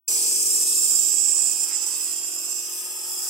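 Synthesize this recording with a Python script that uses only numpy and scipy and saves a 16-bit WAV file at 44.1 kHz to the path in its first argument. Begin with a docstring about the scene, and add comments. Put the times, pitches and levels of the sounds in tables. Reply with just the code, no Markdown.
"""Under a clear plastic hood, a jet nebulizer mists a puppy's tub, close to a slowly moving microphone.
Sputtering noise and bursting drops, echoed by the hood, hiss through the resonances of cup and tube.
Further off a piston compressor throbs: three decaying tones a turn, over rumble and thin motor tones.
Midway comes a brief scuff of shaped noise, and a faint wavering tone whose pitch dips and rises:
a whine, probably from the puppy."""
import sys
import numpy as np
from scipy import signal
from scipy.fft import rfft, irfft, next_fast_len
from scipy.io import wavfile
from scipy.ndimage import uniform_filter1d, map_coordinates

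SR = 44100
rng = np.random.default_rng(int(sys.argv[2]) if len(sys.argv) > 2 else 0)


def persist_wave(psi):
    """Save psi, clipped to +-1, as 16-bit WAV."""
    counts = np.round(np.clip(psi, -1, 1) * 32767).astype(np.int16)
    wavfile.write(sys.argv[1], SR, np.atleast_2d(counts).T)


N = 145089


def amp(db):
    """Decibels to gain."""
    return 10 ** (np.asarray(db) / 20)


def unit(x):
    """Scale to rms 1."""
    return x / np.sqrt(np.mean(x ** 2) + 1e-20)


def clock():
    """Time of every sample, in seconds."""
    return np.arange(N) / SR


def along(points, hz):
    """Read (frequency, value) points at hz, on a log frequency axis."""
    point_hz, values = np.transpose(points)
    return np.interp(np.log(hz + 1), np.log(np.sort(point_hz) + 1), values)


def curves(rows):
    """One value per sample for each column after the time."""
    times, *columns = np.transpose(rows)
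    return [np.interp(clock(), times, column) for column in columns]


def wobble(rate):
    """A smooth random curve with rate knots a second."""
    return map_coordinates(rng.standard_normal(N), [clock() * rate], mode="wrap")


def filtered(x, response):
    """Multiply the spectrum of x by a response of frequency."""
    size = next_fast_len(N + SR // 4)
    spectrum = rfft(x, size) * response(np.fft.rfftfreq(size, 1 / SR))
    return irfft(spectrum, size)[..., :N]


def coloured(x, colour):
    """Shape x by (frequency, level) points, falling steeply outside them, at rms 1."""
    low_hz, top_hz = colour[0][0], colour[-1][0]

    def response(hz):
        skirts = np.minimum(hz / low_hz, 1) ** 10 / np.maximum(hz / top_hz, 1) ** 10
        return amp(along(colour, hz)) * skirts

    return unit(filtered(x, response))


def sides(pan_db):
    """Left and right gains with mean 1, from the left-right difference in dB."""
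    gains = amp(np.array([pan_db, -pan_db]).reshape(2, -1) / 2)
    return gains / gains.mean(axis=0)


def noise_pair(alike):
    """Stereo white noise whose two sides share a part of their power."""
    share = np.clip(alike, 0, 1)
    common = np.sqrt(share) * rng.standard_normal(N)
    return common + np.sqrt(1 - share) * rng.standard_normal((2, N))


def hood(x, wet, count=26):
    """Direct sound plus the hood's dense decaying echoes, which change as the microphone moves."""
    t60_s, step_s = 0.073, 0.2203  # decay by 60 dB; time from one echo pattern to the next
    t = np.arange(SR // 10) / SR
    tails = rng.standard_normal((count, 2, len(t))) * amp(-60 * t / t60_s)
    echoes = np.zeros((2, N + len(t)))
    position = np.minimum(clock() / step_s, count - 1)
    for k, tail in enumerate(tails):
        near = np.flatnonzero(abs(position - k) < 1)
        if len(near):
            # neighbouring patterns crossfade at equal power
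            feed = x[near] * np.sqrt(1 - abs(position[near] - k))
            echo = signal.fftconvolve(feed[None], tail, axes=1)
            echoes[:, near[0]:near[0] + echo.shape[1]] += echo
    share = np.clip(wet, 0, 1)
    return np.sqrt(1 - share) * unit(x) + np.sqrt(share) * unit(echoes[:, :N])


def placed(x, level, pan_db):
    """Even out a stream's power, then give it a level path and a side."""
    even_s = .07
    power = abs(uniform_filter1d(x ** 2, int(even_s * SR), axis=-1))
    return x / np.sqrt(power + 1e-9) * amp(curves(level)[0]) * sides(pan_db)


def rumble():
    """The compressor's soft low rumble: partly shared stereo noise, shaped by frequency."""
    # level of the rumble: (time [s], level [dB])
    rumble_level = [(.1, -55), (1.4, -61), (3.2, -62)]
    # its spectrum: (frequency [Hz], relative level [dB])
    rumble_colour = [(25, -27), (70, -50), (130, -14.5), (230, -3), (340, 8.5), (480, 9), (620, -14),
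                     (1000, -32)]
    return amp(curves(rumble_level)[0]) * coloured(noise_pair(alike=0.44), rumble_colour)


def motor_whir():
    """Thin motor tones, unsteady in phase and level, whose balance changes as the microphone moves."""
    # tones: (frequency [Hz], start level before trim [dB], end level before trim [dB])
    whir_tones = [(586.8, -73, -72), (678.3, -68, -79), (726.7, -76, -68), (904.4, -64, -76),
                  (995.9, -72, -77), (1185, -71, -71), (1863, -82, -66), (1960, -84, -75)]
    trim_db, waver_db = -1, 2.5
    whir = np.zeros(N)
    for hz, first_db, last_db in whir_tones:
        level_db = np.linspace(first_db, last_db, N) + trim_db + waver_db * wobble(4.97)
        phase = 2 * np.pi * hz * clock() + 0.64 * wobble(9.7)
        whir += amp(level_db) * unit(np.sin(phase))
    return whir


def piston_thuds():
    """Piston and valves give three short, dull thuds a turn; their tone balance shifts over time."""
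    # thuds in each turn: (delay [s], pitch [Hz], rise [s])
    thud_shapes = [(.00316, 412.5, .00265), (.0096, 432.7, .0037), (.01431, 351.1, .00383)]
    # levels before trim, as the microphone moves away:
    # (time [s], first thud [dB], second thud [dB], third thud [dB])
    thud_level = [(.3, -43.5, -41.7, -42.2), (.75, -46.4, -44.3, -43.4), (1.4, -54.4, -50.7, -47.1),
                  (2.35, -60, -51.7, -47.1), (2.95, -64.7, -51.2, -49.2)]
    # tone balance of the throb: (frequency [Hz], start [dB], middle [dB], end [dB])
    tone_balance = [(181, -3.5, 0, 3), (226, 8, -3, -4), (272, 2, -3, -5), (317, -1, 4.5, -2),
                    (362, 1, .5, 4), (408, -1, -1, -1), (453, 1.5, -1, -2), (498, -1, 0, 4)]
    # the microphone's progress: (time [s], place [0 start, 1 middle, 2 end])
    mic_place = [(.7, 0), (1.5, 1), (2.35, 1), (2.9, 2)]
    turns_per_s, scatter_db, low_hz, trim_db = 45.3, 1.25, 175, -0.15

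    throb = np.zeros(N)
    for (delay, pitch_hz, rise), level_db in zip(thud_shapes, curves(thud_level)):
        turn, age = np.divmod(clock() - delay, 1 / turns_per_s)
        # each turn strikes with a slightly different strength
        strength = amp(scatter_db * rng.standard_normal(int(turn[-1]) + 2))
        for back in range(2):  # each thud rings on into the next turn
            t = age + back / turns_per_s
            swell = (t / rise * np.exp(1 - t / rise)) ** 2
            tone = np.sin(2 * np.pi * pitch_hz * t)
            throb += amp(level_db) * strength[turn.astype(int) - back] * swell * tone

    place, = curves(mic_place)
    balance_hz, *balances = np.transpose(tone_balance)
    heard = 0
    for i, balance_db in enumerate(balances):
        def response(hz):
            return amp(np.interp(hz, balance_hz, balance_db)) * np.minimum(hz / low_hz, 1) ** 4

        presence = np.maximum(1 - abs(place - i), 0)
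        heard = heard + presence * filtered(throb, response)
    return amp(trim_db) * heard


def compressor():
    """The piston thuds and motor whir, set slightly to one side, over the rumble."""
    pan_db = 1
    return sides(pan_db) * (piston_thuds() + motor_whir()) + rumble()


def scuff():
    """A brief scuff: shaped stereo noise under a bell-shaped swell."""
    # spectrum of the scuff: (frequency [Hz], relative level [dB])
    scuff_colour = [(300, -42), (600, -9), (1300, -1), (2200, 9), (3400, -0.5), (5000, -41)]
    centre_s, width_s, level_db = 1.73, 0.047, -47.5
    swell = np.exp(-((clock() - centre_s) / width_s) ** 2)
    return amp(level_db) * swell * coloured(noise_pair(alike=0.41), scuff_colour)


def whine():
    """A thin, broken whine: one tone, unsteady in pitch and level, that dips, rises and fades."""
    # path before wavering: (time [s], pitch [Hz], level [dB])
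    whine_path = [(1.40, 925, -76), (1.48, 915, -65), (1.56, 880, -76), (1.64, 865, -66), (1.72, 820, -70),
                  (1.79, 830, -57), (1.84, 860, -58), (1.89, 900, -57), (1.96, 910, -62), (2.08, 890, -70)]
    pitch_waver, level_waver_db = .007, 3.2  # share of the pitch; dB
    hz, level_db = curves(whine_path)
    sounding = (clock() > whine_path[0][0]) & (clock() < whine_path[-1][0])
    wavering_hz = hz * (1 + pitch_waver * wobble(140))
    tone = unit(np.sin(2 * np.pi * np.cumsum(wavering_hz) / SR))
    return sounding * amp(level_db + level_waver_db * wobble(54)) * tone


def airflow():
    """The softer, hollow rush of air through the tube: fluttering noise, echoed and shaped."""
    # level before trim: (time [s], level [dB])
    air_level = [(0.1, -45.5), (0.45, -48), (1.2, -48), (1.8, -46.5), (2.4, -49), (3.25, -48)]
    # spectrum of the rush: (frequency [Hz], relative level [dB])
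    air_colour = [(320, -36), (540, -7.5), (574, -12.5), (627, -5), (697, -3.5), (774, -2), (891, -1.5),
                  (1050, -5.5), (1160, 1), (1470, -7), (1630, -4.5), (1770, -9), (1910, -8), (2050, -10.5),
                  (2340, -6), (2580, 6.5), (2940, -2.5), (3240, 1), (3500, -6.5), (4140, -36),
                  (4400, -12.5), (5720, -6), (9680, -120)]
    trim_db, pan_db = 1.5, 2
    rush = hood(amp(1.4 * wobble(300)) * rng.standard_normal(N), wet=0.71)
    return amp(trim_db) * placed(coloured(rush, air_colour), air_level, pan_db)


def jet():
    """Air tears liquid into mist: sputter and bursting drops ring cup and tube, finer spray above."""
    # levels before trim, as the microphone moves: the ringing hiss near 7.4 kHz, the cup's
    # broad hiss, the hiss's bright edge and the fine spray, each (time [s], level [dB])
    ring_level = [(0.1, -27), (0.45, -29), (0.52, -24.5), (0.68, -27), (0.96, -20.5), (1.12, -22.2),
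                  (1.25, -20), (1.48, -21.0), (1.56, -28), (1.63, -22.5), (1.69, -33.5), (1.76, -22.5),
                  (1.8, -28), (1.88, -26), (1.97, -30.5), (2.05, -28), (2.2, -30.5), (2.45, -32.5),
                  (2.53, -27.5), (2.68, -36), (2.84, -39.5), (2.98, -36.5), (3.25, -31.5)]
    hiss_level = [(0.1, -30.5), (0.4, -30.8), (0.9, -32.1), (1.3, -34.1), (1.68, -36.3), (1.78, -34.7),
                  (2.25, -39.5), (2.55, -37.1), (2.95, -41.3), (3.25, -36.2)]
    edge_level = [(0.1, -28), (0.3, -25), (0.85, -26), (1.3, -37.5), (1.68, -34.5), (1.77, -45),
                  (1.95, -36.5), (2.55, -42), (2.68, -41.5), (2.78, -35), (2.98, -40.5), (3.25, -39.5)]
    spray_level = [(0.1, -33), (0.8, -31.5), (1.15, -35.5), (1.45, -37), (1.7, -38.5), (2.25, -40),
                   (2.68, -40), (2.77, -38), (3.02, -40.5), (3.11, -35.5), (3.17, -39.5), (3.25, -36.5)]
    # spectra of the same four layers, each (frequency [Hz], relative level [dB])
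    ring_colour = [(4030, -83), (6850, -17.5), (7150, -3), (7390, 5), (7700, 1.5), (8200, -10.5),
                   (10700, -38), (18000, -120)]
    hiss_colour = [(2530, -29), (4300, -19), (4690, -12), (4960, -5.5), (5130, 3), (5560, -8.5),
                   (5870, -2.5), (6230, -9.5), (6650, -6.5), (6900, -7.5), (8970, -37), (15200, -120)]
    edge_colour = [(4760, -50.5), (8100, 5), (8900, 4.5), (9400, -32), (12200, -52), (20700, -120)]
    spray_colour = [(5470, -31), (9300, -1), (9510, -2), (10100, 0), (10700, -4), (11400, -3), (12000, -5),
                    (13200, -2), (14500, -10), (15100, -8), (15700, -9)]
    # the spray leans to one side by frequency: (frequency [Hz], left-right [dB])
    spray_lean = [(9400, -6.5), (10000, 8), (11300, 1.5), (12300, -0.5), (13200, 5.5), (14200, -4),
                  (15400, -5)]
    # side of each layer, left-right: (time [s], ring [dB], hiss [dB], edge [dB], spray [dB])
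    side_path = [(0.1, -15, -1, 7, 4), (0.18, -8.5, -2.5, 3.5, 3), (0.67, -9.5, -2.5, 2.5, 4),
                 (1.22, -11.5, -8.5, -4, -6), (1.67, -8.0, -7.5, -6, -2), (2.59, -11, -5, 9, 1),
                 (2.82, -8, -2.5, 1.5, 3), (3.28, -6, -5, 13, 2)]
    ring_db, hiss_db, edge_db, spray_db = -0.5, 2, -0.5, 3  # trims
    # uneven feed of liquid: depth [dB] and pace [knots per s]
    sputter_db, sputter_rate, surge_db, surge_rate = 1, 1200, 0.84, 45
    drops_per_s, drop_db = 170, -9.5  # drop rms against the tearing noise

    surge = amp(surge_db * wobble(surge_rate))
    bursts = rng.random(N) < drops_per_s / SR
    drops = unit(bursts * rng.uniform(-1.17, 1, N))
    sputter = unit(amp(sputter_db * wobble(sputter_rate)) * rng.standard_normal(N))
    tearing = surge * (sputter + amp(drop_db) * drops)
    # two separate sets of hood echoes
    ringing, broad = hood(tearing, wet=0.71), hood(tearing, wet=0.72)
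    mist = hood(surge * amp(1.9 * wobble(1500)) * rng.standard_normal(N), wet=0.67)
    mist = filtered(mist, lambda hz: sides(along(spray_lean, hz)))

    ring_pan, hiss_pan, edge_pan, spray_pan = curves(side_path)
    ring = amp(ring_db) * placed(coloured(ringing, ring_colour), ring_level, ring_pan)
    hiss = amp(hiss_db) * placed(coloured(broad, hiss_colour), hiss_level, hiss_pan)
    edge = amp(edge_db) * placed(coloured(ringing, edge_colour), edge_level, edge_pan)
    spray = placed(coloured(mist, spray_colour), spray_level, spray_pan)
    spray_gain = amp(spray_db + 0.88 * wobble(10.8))
    return ring + hiss + edge + spray_gain * spray


def scene():
    """Compressor further off, then scuff and whine, with the tube's airflow and the close jet."""
    return compressor() + scuff() + whine() + airflow() + jet()


def record(dry):
    """The recorder opens just after the start and keeps nothing above its band limit."""
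    start_s, fade_s, top_hz = .078, .003, 15780
    opening = np.clip((clock() - start_s) / fade_s, 0, 1)
    return filtered(dry * opening, lambda hz: hz < top_hz)


dry = scene()
out = record(dry)
persist_wave(out)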